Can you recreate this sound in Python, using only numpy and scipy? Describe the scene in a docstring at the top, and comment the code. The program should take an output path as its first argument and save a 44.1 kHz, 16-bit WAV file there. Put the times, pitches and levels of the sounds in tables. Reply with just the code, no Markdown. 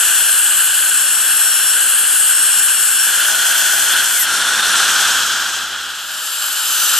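"""A geared dental handpiece cuts a tooth: bur, gear and motor sines on one speed curve, over spray and suction.
The bur lifts off, runs free and brakes, with faint falling squeals; the half-closed suction tip whistles.
The suction goes on alone over a low hum and fades; a second spell of drilling and a breathy whistle swell in.
Air is noise coloured by the resonances of suction tube and mouth; two close microphone ports hear it all."""
import sys
import numpy as np
from scipy import signal
from scipy.fft import rfft, irfft, next_fast_len
from scipy.io import wavfile

SR = 44100
rng = np.random.default_rng(int(sys.argv[2]) if len(sys.argv) > 2 else 0)


def dump(signal):
    """Clip the signal to [-1, 1] and save it as 16-bit WAV at the path in sys.argv[1]."""
    limited = np.clip(np.atleast_2d(signal).T, -1, 1)
    pcm = np.round(limited * 32767).astype(np.int16)
    wavfile.write(sys.argv[1], SR, pcm)


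N = 308259
SIZE = next_fast_len(N)
BIN_HZ = np.maximum(np.arange(SIZE // 2 + 1) * SR / SIZE, 1)
TIME_S = np.arange(N) / SR

# Low hum. Each row: time in seconds, level in dB.
HUM_LEVEL = [(4.85, -75), (5.0, -61), (5.16, -53), (5.36, -61), (5.62, -54), (5.9, -58), (6.2, -71),
             (6.4, -80)]
HUM_HZ = 67.5

# Flow of air and water. Each row: time in seconds, tube roar in dB, spray hiss in dB.
AIR_FLOW = [(0, -18.5, -16), (.45, -20.5, -18), (1.6, -20, -17.5), (3.0, -20.5, -17.5), (3.13, -18, -18),
            (3.5, -17, -18), (3.85, -17, -17.5), (3.97, -15, -19.5), (4.06, -17.5, -17.5),
            (4.22, -20, -18.5), (4.265, -17.5, -23.5), (4.33, -16.5, -19), (4.45, -16.5, -21),
            (4.8, -14.5, -18), (5.06, -14.5, -18), (5.57, -21.5, -26.5), (5.75, -23.5, -31.5),
            (6.02, -27, -32), (6.27, -24.5, -26), (6.6, -21, -21.5), (6.99, -17, -17)]
# Borders between the four air ranges, in Hz.
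AIR_EDGES_HZ = [700, 5000, 9800]
# Flicker depth of each air range before the drift weights, in dB.
AIR_FLICKER_SCALE_DB = [0.46, 0.48, .8, 1.2]
# Phases: cut, free, draw, fade, again. Each row: handover to the next phase from seconds, to seconds.
HANDOVERS = [(3.0, 3.28), (4.24, 4.32), (4.65, 5.23), (5.8, 6.32)]
# Per phase: low rush against the tube roar, in dB.
RUSH_SHARE_DB = [-24.5, -25, -23, -23.5, -27]
# Per phase: finest mist against the spray hiss, in dB.
MIST_SHARE_DB = [-1.5, -3, -8.5, -8, -1.5]

# Air colour, tube resonances or spray, per phase. Each row: frequency in Hz, relative level in dB.
CUT_TUBE = [(350, -54), (600, -29), (698, -27), (833, -18.5), (1040, -18), (1290, -10.5), (1540, 0),
            (1710, -6), (1940, -16.5), (2230, -20), (2860, -4.5), (3410, -8), (3760, -19.5), (4190, -11.5),
            (5000, -24.5), (6500, -47), (11000, -120)]
CUT_SPRAY = [(2940, -33), (5000, -11.5), (6150, -12.5), (6750, -7), (7750, 0), (8690, -1), (9690, -7.5),
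             (10600, -5), (11300, -5.5), (12400, -8.5), (13700, -15.5)]
FREE_TUBE = [(400, -51), (680, -27), (777, -21.5), (1160, -19.5), (1310, -13), (1490, -1.5), (1870, -15),
             (2130, -22.5), (2520, -18), (3080, -8.5), (3410, -9.5), (3860, -24), (4200, -13),
             (4560, -23.5), (5000, -22), (6500, -49), (11000, -120)]
FREE_SPRAY = [(2940, -26), (5000, -6.5), (7880, 0), (9100, -0.5), (10000, -5.5), (12200, -3), (13700, -8.5)]
DRAW_TUBE = [(350, -52), (600, -26.5), (1100, -14.5), (1290, -11), (1360, -3), (1520, -2), (1850, -14),
             (2170, -21.5), (2440, -17.5), (2780, -14), (3570, -9), (3870, -19.5), (4110, -11.5),
             (4500, -19), (5000, -26), (6500, -44), (11000, -120)]
DRAW_SPRAY = [(2940, -34), (5000, -5.5), (5900, -0.5), (6340, -4.5), (8340, -2), (10100, -7.5),
              (11200, -6.5), (13500, -11.5)]
FADE_TUBE = [(350, -51), (600, -21), (710, -24), (769, -15), (1070, -13.5), (1410, 0), (1620, -1),
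             (1850, -12.5), (2170, -19), (2660, -10.5), (3270, -3), (3760, -12.5), (4080, -9.5),
             (4420, -15.5), (5000, -17), (6500, -45), (11000, -120)]
FADE_SPRAY = [(2940, -33), (5000, -2), (5580, -2), (6540, -2), (8090, -3), (9980, -14.5), (12000, -10),
              (13600, -17.5)]
AGAIN_TUBE = [(400, -51), (680, -29), (709, -29), (771, -19), (982, -16.5), (1070, -16), (1410, -2),
              (1690, -7.5), (1870, -15), (2080, -23.5), (2440, -15), (3030, -3), (3320, -9), (3960, -10),
              (5000, -14.5), (6500, -43), (11000, -120)]
AGAIN_SPRAY = [(2940, -29), (5000, -11), (5340, -11), (6020, -13.5), (6430, -8.5), (6870, -12), (7190, -5),
               (7520, -3.5), (7870, -8), (8800, -7.5), (9550, -13), (10000, -10), (10600, -7), (11300, -3),
               (13400, -3)]
# Colour of the low rush. Each row: frequency in Hz, relative level in dB.
RUSH = [(19, -42), (33, -12), (49, -17.5), (119, -14), (314, -5), (374, -6.5), (551, -4.5), (682, -5.5),
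        (800, -2), (1040, -30), (1760, -120)]
DRAW_RUSH = [(15, -50), (25, -19), (86, -14.5), (211, -6), (360, -6), (468, -6), (503, -6), (800, -4),
             (1040, -31), (1760, -120)]

# Air at the two ports. Each row: frequency in Hz, likeness 0-1, left lead in rad, left minus right in dB.
CUT_PORTS = [(100, 0.43, 0.2, 1.4), (400, 0.54, -0.1, 0.8), (800, 0.83, 0.0, -1.8), (1300, 1.0, 0.0, 0.0),
             (4200, 0.99, 0.0, 0.2), (5200, 0.67, 0.4, 2.7), (6500, 0.75, 0.4, 1.1), (7500, 0.68, 0.8, 2.9),
             (8500, 0.85, 1.9, 1.5), (9700, 0.78, 2.7, 2.9), (10700, 0.62, 2.3, 6.9),
             (12000, 0.37, 1.5, 3.2), (13300, 0.25, 1.6, 2.0)]
FREE_PORTS = [(100, 0.93, 0.0, 0.6), (400, 0.9, -0.3, 0.4), (800, 0.96, 0.0, -1.3), (1300, 0.99, 0.0, 0.2),
              (4200, 0.98, 0.0, 0.3), (5200, 0.77, 0.2, 1.8), (6500, 0.72, 0.5, 2.0),
              (7500, 0.64, 1.1, 3.4), (8500, 0.66, 1.6, 2.0), (9700, 0.87, 2.5, 2.2),
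              (10700, 0.31, 2.3, 3.6), (12000, 0.45, 1.0, 2.7), (13300, 0.18, 1.0, 1.5)]
DRAW_PORTS = [(100, 0.94, 0.1, 1.5), (400, 0.95, -0.1, 0.1), (800, 0.96, -0.0, -2.4),
              (1300, 0.99, 0.1, -0.0), (4200, 0.95, 0.1, 0.4), (5200, 0.86, 0.3, 1.7),
              (6500, 0.88, 0.3, 1.7), (7500, 0.8, 0.3, 2.1), (8500, 0.71, 1.0, 2.1), (9700, 0.18, 1.5, 4.8),
              (10700, 0.29, 0.3, 3.5), (12000, 0.69, 0.0, 1.0), (13300, 0.67, 0.1, -0.2)]
AGAIN_PORTS = [(100, 0.92, 0.0, 1.2), (400, 0.89, -0.0, 0.4), (800, 0.96, -0.1, -1.8),
               (1300, 0.96, 0.1, -0.1), (4200, 0.86, 0.5, 1.4), (5200, 0.83, 0.3, 1.4),
               (6500, 0.74, 0.5, 0.9), (7500, 0.83, 0.5, 0.7), (8500, 0.64, 0.7, 1.3),
               (9700, 0.47, 2.3, 4.5), (10700, 0.2, 1.0, 6.4), (12000, 0.45, 1.2, 4.7),
               (13300, 0.39, 0.4, -0.3)]
# Tones at the two ports. Each row: frequency in Hz, likeness 0-1 (unused), left lead in rad,
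# left minus right in dB.
CUT_TONE_PORTS = [(600, 1, 0, 0), (5600, 1, 1.3, 5), (8500, 1, 2.1, 1.6), (9600, 1, 2.6, 2),
                  (11200, 1, 2.1, 7.4)]
BRAKE_TONE_PORTS = [(2000, 1, .3, -3.6), (5500, 1, .5, 2), (8500, 1, 1.6, 4), (10000, 1, 1.3, .3),
                    (12000, 1, .4, 2.5), (13000, 1, -.4, -2)]
AGAIN_TONE_PORTS = [(600, 1, 0, 0), (6000, 1, .5, 0), (9100, 1, 2.7, -.5), (12000, 1, 1.6, 5.8)]

# Breathy whistle. Each row: time in seconds, level in dB.
BREATHY_WHISTLE = [(5.9, -58), (6.2, -36), (6.5, -29), (6.75, -31), (6.99, -28)]
BREATHY_HZ, BREATHY_WIDTH_HZ = 7450, 130
# Whistle of the half-closed suction tip. Each row: time in seconds, level in dB.
TIP_WHISTLE = [(4.25, -60), (4.36, -43), (4.5, -30.5), (4.62, -25), (4.75, -61)]
TIP_HZ, TIP_WIDTH_HZ = 3620, 140

# Squeals as the gears coast on. Each row: start in seconds, length in seconds, from Hz, to Hz, level in dB.
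COASTING = [(4.31, .06, 8100, 7300, -30), (4.44, .135, 9600, 7300, -32), (4.69, .095, 11000, 7950, -29)]
# Bur speed: sags under load, runs free, brakes, cuts again. Each row: time in seconds, turns per second.
BUR_SPEED = [(0.0, 3038), (.1, 2996), (.2, 2920), (.5, 2855), (1.1, 2812), (1.2, 2839), (1.7, 2785),
             (1.9, 2739), (2.15, 2729), (2.4, 2779), (2.6, 2804), (2.82, 2733), (3.0, 2758), (3.1, 2919),
             (3.2, 3118), (3.35, 3172), (3.7, 3197), (3.905, 3197), (3.94, 3120), (4.125, 2448),
             (4.2, 2027), (4.26, 1745), (5.9, 3147), (6.65, 3150), (6.7, 3118), (6.8, 3020), (6.87, 2984),
             (6.99, 2950)]
# Singing multiples of the bur speed: 0.2 is the motor, the uneven ones are guessed to be gear tones.
# Each key: multiple. Each row: start in seconds, end in seconds, level in dB.
SINGING = {"0.2": [(0, 3.1, -54), (3.2, 3.88, -44), (6.02, 6.68, -52), (6.68, 7.1, -51)],
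           "1": [(4.04, 4.17, -37), (4.18, 4.25, -31)], "2": [(0, .3, -30.5), (1.0, 1.45, -34),
           (1.45, 1.74, -27), (2.3, 2.85, -32.5), (2.93, 3.04, -30), (3.58, 3.9, -36), (6.7, 6.77, -29),
           (6.77, 6.83, -25), (6.83, 7.0, -29)], "3": [(.17, .62, -18), (.65, 1.2, -25), (1.25, 1.53, -20),
           (1.68, 2.15, -23), (2.17, 2.74, -19), (2.78, 3.0, -31), (3.0, 3.08, -24), (3.15, 3.9, -25),
           (3.9, 4.01, -28), (4.215, 4.25, -27), (6.74, 6.88, -23), (6.88, 7.0, -30)],
           "3.175": [(.2, 3.08, -22)], "3.755": [(3.2, 4.0, -32)], "4": [(.15, .68, -28), (1.0, 1.25, -32),
           (1.27, 1.8, -24.5), (1.85, 2.3, -23), (2.3, 2.75, -25.5), (2.75, 3.0, -28), (3.0, 3.08, -24),
           (4.125, 4.245, -25), (6.68, 6.79, -32), (6.79, 6.87, -27), (6.87, 7.0, -26)],
           "4.56": [(4.17, 4.245, -29)], "5": [(4.1, 4.255, -28)], "6": [(4.17, 4.19, -24),
           (4.19, 4.235, -16.5)], "7": [(4.215, 4.25, -28)]}
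SPEED_WAVER = .001   # share of the speed
BRAKE_S, SECOND_SPELL_S = 3.85, 5.5
CUT_EDGE_S, BRAKE_EDGE_S, AGAIN_EDGE_S = .081, .016, .03
CUT_WAVER_DB, BRAKE_WAVER_DB, AGAIN_WAVER_DB, HUM_WAVER_DB = 2.4, 1.5, 1.7, 1.5

CUTOFF_HZ = 13790


def from_db(db):
    """Decibels to gain."""
    return 10 ** (np.asarray(db) / 20)


def rms_one(x):
    """Scale to unit rms."""
    return x / np.sqrt(np.mean(x ** 2) + 1e-20)


def in_time(rows):
    """Columns of a curve at every sample."""
    s, *columns = np.transpose(rows)
    return [np.interp(TIME_S, s, column) for column in columns]


def at_hz(points):
    """Columns of a frequency table at every bin, interpolated over log frequency."""
    hz, *columns = np.transpose(points)
    return [np.interp(np.log(BIN_HZ), np.log(hz), column) for column in columns]


def drift(pole_hz):
    """Slow chance of unit spread: coarse noise through a double one-pole low-pass."""
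    step = 40   # samples per coarse point
    warmup = 2000
    pole = np.exp(-2 * np.pi * pole_hz * step / SR)
    noise = rng.standard_normal(N // step + warmup + 2)
    slow = signal.lfilter([1], [1, -2 * pole, pole ** 2], noise)[warmup:]
    return np.interp(np.arange(N) / step, np.arange(len(slow)), rms_one(slow))


def at_ports(shared, ports, own=None):
    """Left and right spectra: a shared part, led and tilted to one side, plus any own part of each port."""
    likeness, lead_rad, tilt_db = at_hz(ports)
    left_gain = from_db(tilt_db / 2) * np.exp(.5j * lead_rad)
    left, right = shared, shared
    if own is not None:
        likeness = np.clip(likeness, 0, 1)
        left, right = [np.sqrt(likeness) * shared + np.sqrt(1 - likeness) * part for part in own]
    return np.array([left * left_gain, right / left_gain])


def to_sound(spectra):
    """Spectra to N samples."""
    return irfft(spectra, SIZE)[:, :N]


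def sine(hz, gain, waver_db):
    """A sine on a pitch curve, wavering in level; rms follows the gain."""
    phase = 2 * np.pi * np.cumsum(hz) / SR + rng.uniform(0, 2 * np.pi)
    heard = gain > 0
    waver = from_db(waver_db * drift(21)[heard])
    out = np.zeros(N)
    out[heard] = np.sqrt(2) * gain[heard] * waver * np.sin(phase[heard])
    return out


def spell(start_s, end_s, edge_s):
    """One inside a spell, with linear fades centred on its ends."""
    half = min(max(edge_s, .002), end_s - start_s) / 2
    corners = [start_s - half, start_s + half, end_s - half, end_s + half]
    return np.interp(TIME_S, corners, [0, 1, 1, 0])


def hum():
    """A low steady-pitched sine that swells and dips."""
    tone = sine(np.full(N, HUM_HZ), from_db(in_time(HUM_LEVEL)[0]), HUM_WAVER_DB)
    return to_sound(at_ports(rfft(tone, SIZE), AGAIN_TONE_PORTS))


def air_ranges():
    """Turbulent noise in four ranges, each phase in its own colour: rush, tube roar, spray, mist."""
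    phases = [(CUT_TUBE, CUT_SPRAY, CUT_PORTS), (FREE_TUBE, FREE_SPRAY, FREE_PORTS),
              (DRAW_TUBE, DRAW_SPRAY, DRAW_PORTS), (FADE_TUBE, FADE_SPRAY, DRAW_PORTS),
              (AGAIN_TUBE, AGAIN_SPRAY, AGAIN_PORTS)]
    begun = [np.ones(N)] + [np.interp(TIME_S, span, [0, 1]) for span in HANDOVERS] + [np.zeros(N)]
    below = [0] + [1 / (1 + (BIN_HZ / edge) ** 16) for edge in AIR_EDGES_HZ] + [1]   # power shares
    ranges = np.zeros((4, 2, N))
    for k, (tube, spray, ports) in enumerate(phases):
        # the drawing tip gulps nearer the water: more bass
        rush = DRAW_RUSH if ports is DRAW_PORTS else RUSH
        white = rfft(rng.standard_normal((3, SIZE)))
        noise = at_ports(white[0], ports, white[1:])
        # powers add in a handover
        presence = np.sqrt(np.maximum(begun[k] - begun[k + 1], 0))
        shares_db = (RUSH_SHARE_DB[k], 0, 0, MIST_SHARE_DB[k])
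        for j, points in enumerate((rush, tube, spray, spray)):
            window = np.sqrt(np.maximum(below[j + 1] - below[j], 0))
            band = to_sound(noise * from_db(at_hz(points)[0]) * window)
            ranges[j] += from_db(shares_db[j]) * presence * rms_one(band)
    return ranges


def air():
    """Flow drives the noise: the two low ranges follow the tube, the two high ones the spray."""
    tube_db, spray_db = in_time(AIR_FLOW)
    flows_db = (tube_db, tube_db, spray_db, spray_db)
    # droplets splutter through all ranges together, deepest at the top
    splutter = drift(18.6)
    out = 0
    for flow_db, scale_db, band in zip(flows_db, AIR_FLICKER_SCALE_DB, air_ranges()):
        flicker_db = scale_db * (.32 * splutter + 1.13 * drift(27))
        out = out + from_db(flow_db + flicker_db) * band
    return out


def whistle(rows, hz, width_hz, ports):
    """Air across a narrow gap: noise twice through one resonance."""
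    peak = 1 / (1 + ((BIN_HZ - hz) / (width_hz / 2)) ** 2)
    noise = at_ports(peak * rfft(rng.standard_normal(SIZE)), ports)
    return from_db(in_time(rows)[0]) * rms_one(to_sound(noise))


def coasting_gears():
    """Gears coasting on: short sines gliding down."""
    out = np.zeros(N)
    for start_s, length_s, from_hz, to_hz, db in COASTING:
        end_s = start_s + length_s
        glide_hz = np.interp(TIME_S, [start_s, end_s], [from_hz, to_hz])
        gain = from_db(db) * spell(start_s, end_s, length_s / 2)
        out += sine(glide_hz, gain, BRAKE_WAVER_DB)
    return out


def bur(speed, from_s, to_s, edge_s, waver_db):
    """Each multiple of the bur speed is one sine, heard in the spells that start in this stretch."""
    out = np.zeros(N)
    for multiple, rows in SINGING.items():
        powers = [from_db(2 * db) * spell(start_s, end_s, edge_s)
                  for start_s, end_s, db in rows if from_s <= start_s < to_s]
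        if powers:
            out += sine(float(multiple) * speed, np.sqrt(sum(powers)), waver_db)
    return out


def handpiece():
    """Bur, gear and motor turn together: tones on one wavering speed, placed at the ports."""
    speed = in_time(BUR_SPEED)[0] * (1 + SPEED_WAVER * drift(10))
    cut = bur(speed, -np.inf, BRAKE_S, CUT_EDGE_S, CUT_WAVER_DB)
    brake = bur(speed, BRAKE_S, SECOND_SPELL_S, BRAKE_EDGE_S, BRAKE_WAVER_DB) + coasting_gears()
    again = bur(speed, SECOND_SPELL_S, np.inf, AGAIN_EDGE_S, AGAIN_WAVER_DB)
    placed = [(cut, CUT_TONE_PORTS), (brake, BRAKE_TONE_PORTS), (again, AGAIN_TONE_PORTS)]
    return to_sound(sum(at_ports(rfft(tones, SIZE), ports) for tones, ports in placed))


def scene():
    """Hum, air and whistles under the handpiece tones."""
    tip = whistle(TIP_WHISTLE, TIP_HZ, TIP_WIDTH_HZ, DRAW_PORTS)
    breathy = whistle(BREATHY_WHISTLE, BREATHY_HZ, BREATHY_WIDTH_HZ, AGAIN_PORTS)
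    return hum() + air() + tip + breathy + handpiece()


def record(dry):
    """Peaks beyond 0.9 clip, then a steep low-pass cuts the top."""
    low_pass = signal.ellip(12, .5, 71, CUTOFF_HZ, fs=SR, output="sos")
    return signal.sosfilt(low_pass, np.clip(dry, -.9, .9))


dry = scene()
out = record(dry)
dump(out)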